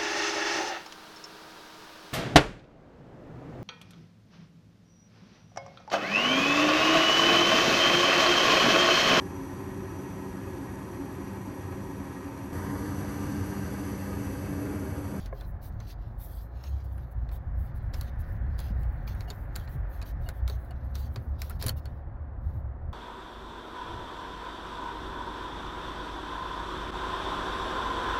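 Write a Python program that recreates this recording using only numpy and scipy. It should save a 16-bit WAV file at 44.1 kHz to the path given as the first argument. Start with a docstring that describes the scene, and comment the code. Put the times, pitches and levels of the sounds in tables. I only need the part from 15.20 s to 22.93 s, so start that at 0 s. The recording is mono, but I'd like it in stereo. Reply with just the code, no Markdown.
"""Sharp clicks and short rasps: a screwdriver turns a steel hose clamp in an engine bay, in a garage.
At each turn the blade clicks into the slot and the screw rasps on the band; between turns the hand
slides to a new grip. Hose and air duct give dull thuds and bumps. At the end the blade skids out.
Underneath: a low rumble, a far engine, a brief faint hum and the dull wash of distant traffic."""
import sys
import numpy as np
from scipy import signal
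from scipy.fft import rfft, irfft
from scipy.io import wavfile
from scipy.ndimage import uniform_filter1d

SR = 44100
rng = np.random.default_rng(int(sys.argv[2]) if len(sys.argv) > 2 else 0)


def dump(signal):
    """Clip the signal to [-1, 1] and save it as 16-bit WAV at the path in sys.argv[1]."""
    limited = np.clip(np.atleast_2d(signal).T, -1, 1)
    pcm = np.round(limited * 32767).astype(np.int16)
    wavfile.write(sys.argv[1], SR, pcm)


N = 340893


def gain_of(db):
    """Decibels to amplitude."""
    return 10 ** (np.asarray(db) / 20)


def unit_rms(x):
    """Scale to rms 1."""
    return x / np.sqrt(np.mean(x ** 2) + 1e-20)


def at_hz(points, hz):
    """Interpolate a spectrum on a log-frequency axis."""
    f, value = np.transpose(points)
    return np.interp(np.log(hz + 1), np.log(f + 1), value)


def curves(rows):
    """Each column of a time table, per sample."""
    s, *columns = np.transpose(rows)
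    return [np.interp(np.arange(N) / SR, s, c) for c in columns]


def add(mix, start_s, sound):
    """Lay a stereo sound into the mix."""
    part = mix[:, max(round(start_s * SR), 0):][:, :sound.shape[1]]
    part += sound[:, :part.shape[1]]


def wander(shape=(N,), widths=(SR // 20,)):
    """Smooth random field, rms 1; one smoothing width per axis."""
    field = rng.standard_normal(shape)
    for axis, width in enumerate(widths):
        field = uniform_filter1d(uniform_filter1d(field, width, axis), width, axis)
    return unit_rms(field)


def coloured(x, colour, extra_db=0):
    """Minimum-phase filter of unit energy."""
    log_gain = np.log(gain_of(at_hz(colour, np.fft.rfftfreq(2048, 1 / SR)) + extra_db))
    mirrored = np.concatenate([log_gain, log_gain[-2:0:-1]])
    taps = np.fft.ifft(np.exp(np.conj(signal.hilbert(mirrored)))).real
    return signal.oaconvolve(x, taps[None] / np.linalg.norm(taps), axes=1)[:, :x.shape[1]]


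def noise(colour, left_lag_ms=0):
    """Steady noise, partly coherent between the two microphone ports."""
    # f/Hz, coherence/0-1
    port_coherence = [(50, .92), (130, .74), (300, .62), (700, .42), (1600, .6), (3000, .3), (15000, .1)]
    hz = np.fft.rfftfreq(N, 1 / SR)
    coherence = at_hz(port_coherence, hz)
    a, b, c, d = rng.standard_normal((4, len(hz)))
    right = a + 1j * b
    left = coherence * right + np.sqrt(1 - coherence ** 2) * (c + 1j * d)
    left *= np.exp(-2j * np.pi * hz * left_lag_ms / 1000)
    return unit_rms(irfft(np.array([left, right]) * gain_of(at_hz(colour, hz)), N))


def ring(modes, t, spread_db):
    """Decaying modes; level and phase vary per strike and port."""
    hz, db, t60_s = np.transpose(modes)[:, :, None]
    amplitude = gain_of(db + spread_db * rng.standard_normal((2, len(modes), 1)))
    phase = rng.random((2, len(modes), 1))
    return (amplitude * gain_of(-60 * t / t60_s) * np.sin(2 * np.pi * (hz * t + phase))).sum(1)


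def scatter(t, t60_s, rise_s):
    """A blow smeared by dense reflections, energy 1."""
    burst = rng.standard_normal((2, len(t))) * gain_of(-60 * t / t60_s) * (1 - np.exp(-t / rise_s))
    return burst / np.linalg.norm(burst, axis=1, keepdims=True)


def stroke(t, middle_s, length_s):
    """Envelope: breaks loose quickly, runs evenly, slows to a stop."""
    return np.exp(-abs(2 * (t - middle_s) / length_s) ** np.where(t < middle_s, 4, 3.1))


def far_engine(fifth_db=-10, waver_db=4):
    """A low, throbbing note and its fifth follow the engine speed."""
    # t/s, f/Hz, level/dB
    engine_note = [(1.1, 47.12, -39.5), (1.5, 69.05, -37), (2.1, 55, -35), (2.8, 60.17, -43.5),
                   (3.8, 57.83, -32.5), (4.2, 48.13, -44), (4.72, 48.8, -35), (5.3, 62.26, -30),
                   (6.4, 73.95, -38.5), (7.65, 69.57, -44)]
    hz, db = curves(engine_note)
    phase = 2 * np.pi * np.cumsum(hz) / SR
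    note = np.sin(phase) + gain_of(fifth_db) * np.sin(1.5 * phase)
    return gain_of(db) * unit_rms(gain_of(waver_db * wander()) * note)


def rumble(upper_boost_db=3, lump_db=2):
    """Two bands of lumpy rumble plus the far engine, drifting between the ports."""
    # t/s, deep level/dB, upper level before boost/dB
    band_levels = [(0.38, -40.5, -46.5), (1.32, -51.5, -49), (1.7, -49, -46.5), (2.09, -38.5, -45),
                   (2.71, -34.5, -43), (3.75, -35, -41.5), (4.43, -39.5, -45.5), (4.92, -36.5, -47),
                   (5.35, -36.5, -45), (5.92, -43.5, -46), (7.65, -35, -45)]
    # band spectra: f/Hz, level/dB
    deep_colour = [(10, -22), (25, -9), (38, -0.5), (52, -1.5), (78, 1), (95, -17.5), (140, -15),
                   (400, -83)]
    upper_colour = [(55, -17), (85, 0.5), (110, 3.5), (135, -4), (200, -15), (260, -18.5), (400, -40),
                    (1200, -79.5)]
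    # t/s, left minus right/dB
    pan = [(1.2, 1), (3.3, -6.5), (4.65, -0.5), (6.7, -0.5), (7.2, -3.5)]
    deep_db, upper_db = curves(band_levels)
    side_db, = curves(pan)
    lumps = gain_of(lump_db * wander())
    deep = gain_of(deep_db) * noise(deep_colour)
    upper = gain_of(upper_db + upper_boost_db) * noise(upper_colour)
    return (lumps * (deep + upper) + far_engine()) * gain_of([side_db / 2, -side_db / 2])


def traffic():
    """Distant traffic: a dull wash, and tyre hiss that slowly swells and fades."""
    # t/s, wash level/dB, tyre level/dB
    levels = [(0.0, -52, -61.5), (1.65, -53, -65.5), (3.0, -50.5, -54.5), (4.65, -49.5, -55),
              (6.15, -51, -63), (7.65, -50.5, -64.5)]
    # spectra: f/Hz, level/dB
    wash_colour = [(120, -10), (250, -1), (320, 1), (470, -4.5), (545, 3), (615, -2.5), (700, 2), (950, -3),
                   (1300, -5.5), (1800, -15), (2600, -37), (4500, -42), (7500, -62)]
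    tyre_colour = [(600, -10), (1100, -5), (1450, 7), (1800, 4), (2100, -5.5), (2600, -14.5), (3500, -22.5),
                   (6000, -59.5)]
    wash_db, tyre_db = curves(levels)
    wash = gain_of(wash_db) * noise(wash_colour, left_lag_ms=0.287)
    return wash + gain_of(tyre_db) * noise(tyre_colour, left_lag_ms=0.455)


def hum(pitch_hz=238, rise_hz_per_s=26, level_db=-56, middle_s=5.85, sigma_s=0.37):
    """A faint, wavering hum climbs as it swells and fades."""
    t = np.arange(N) / SR - middle_s
    tone = np.sin(2 * np.pi * np.cumsum(pitch_hz + rise_hz_per_s * t) / SR) * gain_of(2 * wander())
    return gain_of(level_db) * np.exp(-.5 * (t / sigma_s) ** 2) * unit_rms(tone)


def garage(x, t60_s=0.28, wet_db=-15):
    """Add a faint, short tail from bonnet and walls."""
    # f/Hz, level/dB
    tail_colour = [(200, 35.5), (4500, -35.5), (9000, -7.5), (16000, 1.0)]
    t = np.arange(SR // 2) / SR
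    tail = coloured(scatter(t, t60_s, rise_s=0.0019), tail_colour)
    return x + gain_of(wet_db) * signal.fftconvolve(x, tail, axes=1)[:, :N]


def hose(rise_cycles=1.67, rough_rad=0.34):
    """The hand pushes on the rubber hose: a low thud of a few cycles."""
    # t/s, peak level/dB, f/Hz
    thuds = [(3.262, -29.5, 57), (3.501, -33, 190), (4.547, -30, 129.6), (5.964, -30.5, 115),
             (6.45, -24, 113.5), (7.349, -29, 100.5)]
    t, out = np.arange(SR // 4) / SR, np.zeros((2, N))
    for s, db, hz in thuds:
        age = t * hz / rise_cycles
        phase = 2 * np.pi * (hz * t + rng.random()) + rough_rad * wander(t.shape, (100,))
        thud = np.sin(phase) * (age * np.exp(1 - age)) ** 2
        add(out, s, gain_of(db) * thud * np.ones((2, 1)))
    return out


def duct(gain_db=-7, rise_s=0.0008):
    """The tool bumps the hollow plastic air duct: a short, dull note."""
    # t/s, relative level/dB
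    bumps = [(0.127, -33), (4.104, -41), (5.081, -45), (5.298, -40.5), (5.961, -39), (6.436, -34.5),
             (6.465, -40.5), (6.484, -36.5)]
    # f/Hz, level/dB, t60/s
    modes = [(185, -1, 0.041), (406, -0.5, 0.12), (530, 3, 0.072), (660, 2, 0.046), (1057, -2.5, 0.039),
             (1655, -3.5, 0.034), (2150, -6, 0.023)]
    t, out = np.arange(SR // 5) / SR, np.zeros((2, N))
    for s, db in bumps:
        note = ring(modes, t, spread_db=1.5)
        add(out, s, gain_of(db + gain_db) * (note[0] + .5 * note) * (1 - np.exp(-t / rise_s)))
    return out


def creaks(rough_rad=0.53):
    """The screw sticks and slips on the band: brief, rough squeaks."""
    # middle t/s, length/s, level/dB
    squeaks = [(4.088, 0.02, -46.5), (5.072, 0.022, -47.5), (5.514, .018, -51)]
    # f/Hz, level/dB
    partials = [(705, -4), (2865, -14.5), (4410, -22)]
    t = np.arange(N) / SR
    envelope = sum(gain_of(db) * stroke(t, middle_s, length_s) for middle_s, length_s, db in squeaks)
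    tones = sum(gain_of(db) * np.sin(2 * np.pi * hz * t + rough_rad * wander((2, N), (1, 100)))
                for hz, db in partials)
    return envelope * unit_rms(tones)


def friction(colour, slips_per_s, spread_db, hiss_gain):
    """Tiny slips over a smooth hiss; the colour shifts as the contact moves."""
    sizes = gain_of(spread_db * np.minimum(rng.exponential(1, N), 4))
    slips = sizes * (rng.random(N) < slips_per_s / SR) * rng.standard_normal((2, N))
    rub = coloured(unit_rms(slips) + hiss_gain * rng.standard_normal((2, N)), colour)
    spectra = signal.stft(rub, nperseg=512)[2]
    contact_db = 3.3 * wander(spectra.shape[1:], (3, 12))
    grip_db = 1.7 * wander(spectra.shape[2:], (3,))
    return unit_rms(signal.istft(spectra * gain_of(contact_db + grip_db))[1][:, :N])


def twisting(bite_s=0.014, turn_fade_db=-9.5, release_s=.012, turn_hiss_db=2,
             rest_db=-77.5, rest_waver_db=3, lift_s=6.82, lift_fade_s=0.034):
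    """Fingers hiss round the handle, the screw rasps along the band; stroke powers add."""
    # screw turns: start t/s, length/s, rasp level/dB
    turns = [(2.727, .17, -55.5), (3.376, 0.13, -53.5), (3.866, 0.066, -51.5), (4.07, 0.078, -59.5),
             (4.344, 0.11, -55.5), (5.275, 0.085, -51.5), (5.741, 0.13, -52), (6.183, 0.18, -56.5),
             (6.39, 0.12, -48)]
    # regrips, blade dragging in the slot: middle t/s, length/s, hiss level/dB, rasp re hiss/dB
    slides = [(0.028, 0.11, -60, 2), (0.202, 0.13, -63, -2), (0.286, 0.061, -58.5, -19),
              (0.457, 0.073, -48.5, -13), (0.665, 0.14, -70.5, 8), (0.702, 0.06, -52, -2),
              (1.037, 0.088, -46, -16), (1.156, 0.19, -55, -10), (1.464, 0.08, -58, 1),
              (1.494, 0.31, -66, 2), (1.654, 0.031, -59.5, -4), (1.77, 0.19, -66, -12),
              (1.922, 0.024, -60.5, -29), (2.148, 0.058, -53, -8), (2.438, 0.12, -60.5, -19),
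              (2.569, 0.045, -61, -16), (2.632, 0.029, -67, -22), (3.008, 0.035, -52.5, -19),
              (3.094, 0.17, -66.5, -6), (3.622, 0.084, -66, -6), (3.743, 0.14, -70, -16),
              (4.007, 0.12, -62.5, -3), (4.177, 0.19, -61.5, -19), (4.521, 0.079, -54.5, -13),
              (4.749, 0.11, -58, -9), (4.885, 0.063, -53.5, -2), (5.068, 0.12, -61.5, -9),
              (5.163, 0.067, -58.5, -14), (5.428, 0.13, -65, -15), (5.658, 0.033, -62.5, -22),
              (5.99, 0.21, -65, -11), (6.48, 0.031, -46.5, 0), (6.583, 0.038, -55.5, -6),
              (7.322, 0.18, -69.5, -7.5)]
    # friction spectra: f/Hz, level/dB
    finger_colour = [(1500, -35), (5000, -19), (8000, -13), (9800, -9), (11000, -3), (12700, 0),
                     (15800, -1)]
    thread_colour = [(700, -21), (2200, -3.5), (2900, -1), (4000, 3.5), (5300, -3.5), (6600, -6.5),
                     (7800, -20), (12000, -42.5)]
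    t = np.arange(N) / SR
    # the resting tool rubs faintly until lifted off
    touching = .5 - .5 * np.tanh((t - lift_s) / lift_fade_s)
    resting = touching * gain_of(rest_db + rest_waver_db * wander())
    hiss_power, rasp_power = resting ** 2, resting ** 2
    for start_s, length_s, db in turns:
        age_s = np.maximum(t - start_s, 0)
        # fades as the wrist runs out of travel
        turn = np.minimum(age_s / bite_s, 1) * gain_of(db + turn_fade_db * age_s / length_s)
        turn *= np.exp(-np.maximum(age_s - length_s, 0) / release_s)
        hiss_power += (gain_of(turn_hiss_db) * turn) ** 2
        rasp_power += turn ** 2
    for middle_s, length_s, db, rasp_db in slides:
        slide = gain_of(db) * stroke(t, middle_s, length_s)
        hiss_power += slide ** 2
        rasp_power += (gain_of(rasp_db) * slide) ** 2
    fingers = friction(finger_colour, slips_per_s=2500, spread_db=5, hiss_gain=1.8)
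    thread = friction(thread_colour, slips_per_s=1500, spread_db=2.5, hiss_gain=1.4)
    return np.sqrt(hiss_power) * fingers + np.sqrt(rasp_power) * thread


def blade(contact_s=.0004, crack_db=4.5, ring_db=-38, ping_t60_s=0.032, ping_detune=.045,
          usual_click_db=-26, usual_treble_db=-15, knock_db=-17, knock_growth=0.32, right_lag_ms=.3):
    """The blade strikes the screw head: a tick with close reflections, a steel ping, a hose knock."""
    # t/s, level/dB, treble/dB, ping f/Hz, ping re level/dB
    clicks = [(0.0592, -29, -20, 6140, -2.5), (0.2096, -33.5, -19, 3530, 2.5), (0.602, -33, -28.5, 6150, 0),
              (1.4378, -29.5, -34, 5400, -1), (1.779, -46, -9, 10850, 9), (2.09, -39.5, -29, 4300, -10),
              (2.115, -40.5, -22, 4300, 3), (2.7372, -27.5, -27, 3720, 9.5), (2.7421, -24.5, -25, 5300, 6),
              (2.8108, -20.5, -15, 4280, -12), (3.391, -26, -17, 1690, -13), (3.402, -28, -12, 3500, -9),
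              (3.632, -39, -13, 4400, -8), (3.8763, -27.5, -40, 2350, 10), (3.948, -39, 4, 11400, -10),
              (4.007, -26.5, -25, 4150, -3), (4.102, -23, -22, 7050, 0.5), (4.1068, -29, -22, 3700, 6.5),
              (4.3556, -25, -27, 4500, -3), (4.3604, -14, -11.5, 4350, -16), (4.4761, -34.5, -45, 4220, 0),
              (4.8162, -28, -25, 2502, 4.5), (4.8257, -28.5, -23, 4180, -6), (5.0886, -19, -14.5, 1490, -2),
              (5.2777, -21.5, -18, 4600, -25), (5.2975, -24, -22, 3800, -3), (5.508, -35, -15, 4330, -1),
              (5.754, -22, -21, 3950, -14), (5.9598, -22, -27, 2440, -5), (6.218, -15.5, -17.5, 2360, -4.5),
              (6.2969, -21.5, -3, 12120, 2), (6.307, -28, -6, 1400, 7.5), (6.413, -24, -24, 3700, -4),
              (6.4249, -14, -15, 5150, -10), (6.4402, -23, -20, 6600, -8), (6.464, -10, -8, 10340, -0.5),
              (6.4689, -16, -13, 1800, -5), (6.482, -10.5, -11.5, 4497, 1), (6.4911, -12, -9.5, 4310, 3),
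              (6.4935, -14, -11.5, 3170, 0), (6.6555, -30, -21.5, 4250, -9)]
    # ring of clamp and shaft: f/Hz, level/dB, t60/s
    steel_modes = [(2220, -5, .07), (3950, -4, .04), (4095, -3, .04), (4400, 0, .05), (4550, -3, .04),
                   (10340, -3, .04)]
    # spectra of steel on steel and of the hose knock: f/Hz, level/dB
    click_colour = [(150, -25), (600, -11), (1200, -3), (2300, -2), (2800, -5), (4250, 3), (6200, -4),
                    (7100, -1), (8000, -6), (11300, 0), (13500, -3), (15800, -4)]
    knock_colour = [(100, 13), (300, 3), (1400, 3.5), (2300, -5), (3200, -11.5), (8000, -40)]
    t, out = np.arange(SR // 8) / SR, np.zeros((2, N))
    hz = np.fft.rfftfreq(2048, 1 / SR)
    treble_shelf = np.clip(np.log2((hz + 1) / 5000), 0, 1)
    for s, db, treble_db, ping_hz, ping_db in clicks:
        crack = scatter(t, t60_s=.012, rise_s=contact_s)
        crack += gain_of(ring_db) * ring(steel_modes, t, spread_db=4)
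        crack += gain_of(-8) * scatter(t, t60_s=.065, rise_s=contact_s)
        # each seating shifts the colour and lets one cluster of close modes sing
        seat_db = 2 * wander(hz.shape, (14,))
        cluster = [(ping_hz * (1 + ping_detune * k), -6 * abs(k), ping_t60_s) for k in (-1, 0, 1)]
        ping = ring(cluster, t, spread_db=1) * (1 - np.exp(-t / contact_s))
        ping *= gain_of(db + ping_db) / np.linalg.norm(ping[0])
        # harder contact, more treble
        hardness_db = treble_shelf * (treble_db - usual_treble_db)
        tick = gain_of(db + crack_db) * coloured(crack, click_colour, seat_db + hardness_db)
        # the soft hose yields, so its knock grows more slowly than the click
        knock = coloured(scatter(t, t60_s=0.11, rise_s=contact_s), knock_colour)
        knock *= gain_of(knock_db + knock_growth * (db - usual_click_db))
        add(out, s, tick + ping + knock)
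    out[1] = np.roll(out[1], round(right_lag_ms * 1e-3 * SR))  # left port is nearer
    return out


def scene():
    """Tool sounds in the garage over the background."""
    return garage(blade() + duct() + creaks()) + hose() + twisting() + rumble() + traffic() + hum()


def record(dry, cutoff_hz=15900):
    """The left port hears more treble; both are low-passed."""
    # f/Hz, left minus right/dB
    balance = [(280, 0), (550, 1), (1300, -1.3), (2400, .3), (4800, 0), (8000, 7), (15000, 6)]
    side_db = at_hz(balance, np.fft.rfftfreq(N, 1 / SR))
    ports = gain_of([side_db / 2, -side_db / 2])
    heard = irfft(rfft(dry) * ports / np.sqrt((ports ** 2).mean(0)), N)
    lowpass = signal.firwin(401, cutoff_hz, window=("kaiser", 8), fs=SR)
    return signal.oaconvolve(heard, lowpass[None], "same")


dry = scene()
out = record(dry)
dump(out)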